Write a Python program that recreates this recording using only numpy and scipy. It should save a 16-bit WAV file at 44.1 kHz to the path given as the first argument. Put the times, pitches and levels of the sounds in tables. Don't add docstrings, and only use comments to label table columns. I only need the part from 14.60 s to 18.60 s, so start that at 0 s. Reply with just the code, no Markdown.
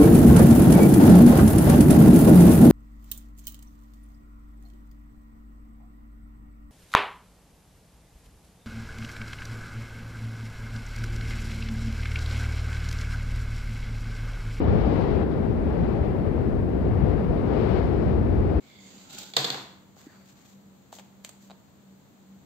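import sys
import numpy as np
from scipy import signal
from scipy.fft import rfft, irfft
from scipy.io import wavfile
from scipy.ndimage import uniform_filter1d

SR = 44100
rng = np.random.default_rng(int(sys.argv[2]) if len(sys.argv) > 2 else 0)


def store_wav(level_fs):
    pcm = np.round(np.clip(np.atleast_2d(level_fs), -1, 1) * 32767)
    wavfile.write(sys.argv[1], SR, pcm.T.astype(np.int16))


N = 176400
T = np.arange(N) / SR
HZ = np.maximum(np.arange(N // 2 + 1) * SR / N, 1)
LEFT_ONLY = np.array([[1], [0]])

# (time [s], level [dB])
WIND_LEFT = [(0, 3.5), (.16, 4), (.42, 5), (.625, 2.5), (.648, -1), (.78, 0), (.97, -1), (1.2, 1.4),
             (1.4, .3), (1.6, -0.8), (1.86, -1), (2.03, -2.5), (2.28, -0.7), (2.52, 1.8), (2.64, -0.4),
             (2.86, 1.4), (2.97, 5), (3.12, 5.5), (3.22, 4.5), (3.28, 2.3), (3.42, 1.5), (3.49, 1.6),
             (3.68, -0.2), (4, 0.8)]
WIND_RIGHT = [(0, 4.8), (.25, 3.5), (.47, 3), (.8, 0), (1.4, 0), (1.85, -1), (2.2, -2), (2.5, -0.5),
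              (3.12, -1), (3.55, -2), (3.8, 0.1), (4, 1.5)]
# (frequency [Hz], left [dB/Hz], right [dB/Hz])
RUSH_SPECTRUM = [(66, -56, -56), (132, -47, -52), (216, -48.5, -48.5), (250, -49.5, -53.5),
                 (390, -48.5, -56), (477, -52.5, -61), (591, -58, -66.5), (694, -58.5, -70),
                 (958, -67, -75.5), (1460, -74, -85), (2126, -78.5, -90.5), (3340, -90, -101.6),
                 (4600, -94.5, -105.2), (5140, -98.5, -109), (5970, -106.5, -116.5), (9400, -119.5, -128),
                 (15000, -130, -138)]
# (frequency [Hz], response [dB per dB of wind])
GUST_RESPONSE = [(125, -0.3), (400, 0.63), (800, 1.09), (2000, 1.06), (4000, 1.65), (8000, 1.5)]
# (frequency [Hz], correlation [0 to 1])
PORT_CORRELATION = [(30, 0.19), (65, 0.8), (130, 0.22), (210, 0.46), (350, 0.18), (700, 0.03),
                    (3000, 0.032)]
# (frequency [Hz], left [dB/Hz], right [dB/Hz])
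RUMBLE_SPECTRUM = [(25, -64, -64.5), (40.8, -49, -56.5), (61.7, -43, -46.5), (87, -43.5, -47.5),
                   (126.3, -52, -57.5), (206, -66, -68.5)]
# (time [s], left gain [dB], right gain [dB])
RUMBLE_ENVELOPE = [(0, 2.5, 8), (.08, 7.5, 8.5), (.29, 4.5, 1.5), (.35, -3.5, 1), (.57, 5, -1.5),
                   (.72, -7.5, -1), (.8, -1, -3), (.9, 1, -0.5), (1.2, -1, 4), (1.54, -1, -6.5),
                   (1.72, -1.5, -11), (1.9, 2, 4.5), (2.08, 0, -1), (2.22, -3.5, 2.5), (2.3, 6, 7),
                   (2.55, 5, 1), (2.62, -5, -3), (2.8, -3, -1), (3.05, 3, -2.5), (3.35, 2, 3.5),
                   (3.52, 5.5, 6.5), (3.85, 3, 6.5), (4, -2, -2)]
# (time [s], added rumble gain [dB])
BUFFET_HITS = [(.205, 1.5), (.296, 3), (1.001, -0.5), (1.241, 4), (1.417, 8.5), (1.676, 9), (1.796, 8),
               (1.976, 2.5), (2.691, 9.5), (3.226, 3), (3.341, 3), (3.786, 3), (3.966, 9)]
# (frequency [Hz], left [dB/Hz], right [dB/Hz])
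HISS_SPECTRUM = [(1000, -110.2, -110.3), (7000, -110.4, -111.4), (15000, -111.1, -112.1)]
# (time [s], peak level [dB], Gaussian half-width [s])
BOOM_SWELLS = [(.17, -23.5, 0.077), (.39, -19.5, 0.052), (1.207, -23, 0.036), (2.45, -24, .05),
               (2.682, -26, 0.056), (3.15, -24, 0.084)]
# (time [s], level [dB])
TICK_HITS = [(.715, -49), (.738, -54)]


def from_db(db):
    return 10 ** (np.asarray(db) / 20)


def in_time(rows):
    times, *columns = np.transpose(rows)
    return np.array([np.interp(T, times, column) for column in columns])


def at_hz(rows, hz):
    points, *columns = np.transpose(rows)
    return np.array([np.interp(np.log(hz), np.log(points), column) for column in columns])


def drift(rate_hz):
    wobble = irfft(rfft(rng.standard_normal((2, N))) / (1 + (HZ / rate_hz) ** 2), N)
    return wobble / wobble.std(axis=1, keepdims=True)


def port_spectrum(tone, correlation):
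    mid, side = rfft(rng.standard_normal((2, N)))
    pair = np.sqrt(1 + correlation) * mid + np.sqrt(1 - correlation) * side * np.array([[1], [-1]])
    return pair * from_db(at_hz(tone, HZ)) * np.sqrt(SR) / 2


def band_noise(centre_hz, width_hz, steepness):
    detune = 2 * (HZ - centre_hz) / width_hz
    return irfft(rfft(rng.standard_normal(N)) / (1 + detune ** steepness), N)


def compress(noise, amount=0.56, window_s=0.045):
    power = np.mean(abs(signal.hilbert(noise)) ** 2, axis=0)
    power = uniform_filter1d(power, int(window_s * SR) + 1)
    return noise * (power / power.mean()) ** (-amount / 2)


def rush(flutter_db=0.31, flicker_db=0.33):
    wind_db = np.vstack([in_time(WIND_LEFT), in_time(WIND_RIGHT)])
    wind_db += flutter_db * drift(rate_hz=8.7)
    spectrum = port_spectrum(RUSH_SPECTRUM, at_hz(PORT_CORRELATION, HZ))
    centres_hz = 125 * 2. ** np.arange(7)
    mix = 0
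    for hz, solo in zip(centres_hz, np.eye(len(centres_hz))):
        crossover = np.interp(np.log(HZ), np.log(centres_hz), solo)
        band = irfft(spectrum * crossover, N)
        gain_db = at_hz(GUST_RESPONSE, hz) * wind_db + flicker_db * drift(rate_hz=17)
        mix = mix + band * from_db(gain_db)
    return mix


def rumble(top_hz=220, buffet_half_width_s=0.013):
    spectrum = port_spectrum(RUMBLE_SPECTRUM, at_hz(PORT_CORRELATION, HZ))
    low_pass = 1 / np.sqrt(1 + (HZ / top_hz) ** 12)
    bed = compress(irfft(spectrum * low_pass, N))
    buffet_db = sum(db * np.exp(-.5 * ((T - s) / buffet_half_width_s) ** 2) for s, db in BUFFET_HITS)
    return bed * from_db(in_time(RUMBLE_ENVELOPE) + buffet_db)


def microphone_hiss():
    return irfft(port_spectrum(HISS_SPECTRUM, correlation=0), N)


def booms():
    body = compress(band_noise(centre_hz=144, width_hz=122, steepness=4)[None])
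    envelope = sum(from_db(db) * np.exp(-.5 * ((T - s) / width) ** 2) for s, db, width in BOOM_SWELLS)
    return body / body.std() * envelope * LEFT_ONLY


def ticks(decay_s=0.01):
    ring = band_noise(centre_hz=3660, width_hz=1100, steepness=2)
    envelope = sum(from_db(db) * (T >= s) * np.exp(-abs(T - s) / decay_s) for s, db in TICK_HITS)
    return ring / ring.std() * envelope * LEFT_ONLY


def scene():
    return rush() + rumble() + booms() + ticks() + microphone_hiss()


def record(dry):
    low_cut = signal.butter(8, 32.7, "high", fs=SR, output="sos")
    high_cut = signal.ellip(10, .1, 80, 15500, fs=SR, output="sos")
    fades = np.clip(np.minimum(T, T[-1] - T) / .003, 0, 1)
    return signal.sosfilt(high_cut, signal.sosfilt(low_cut, dry) * fades)


dry = scene()
out = record(dry)
store_wav(out)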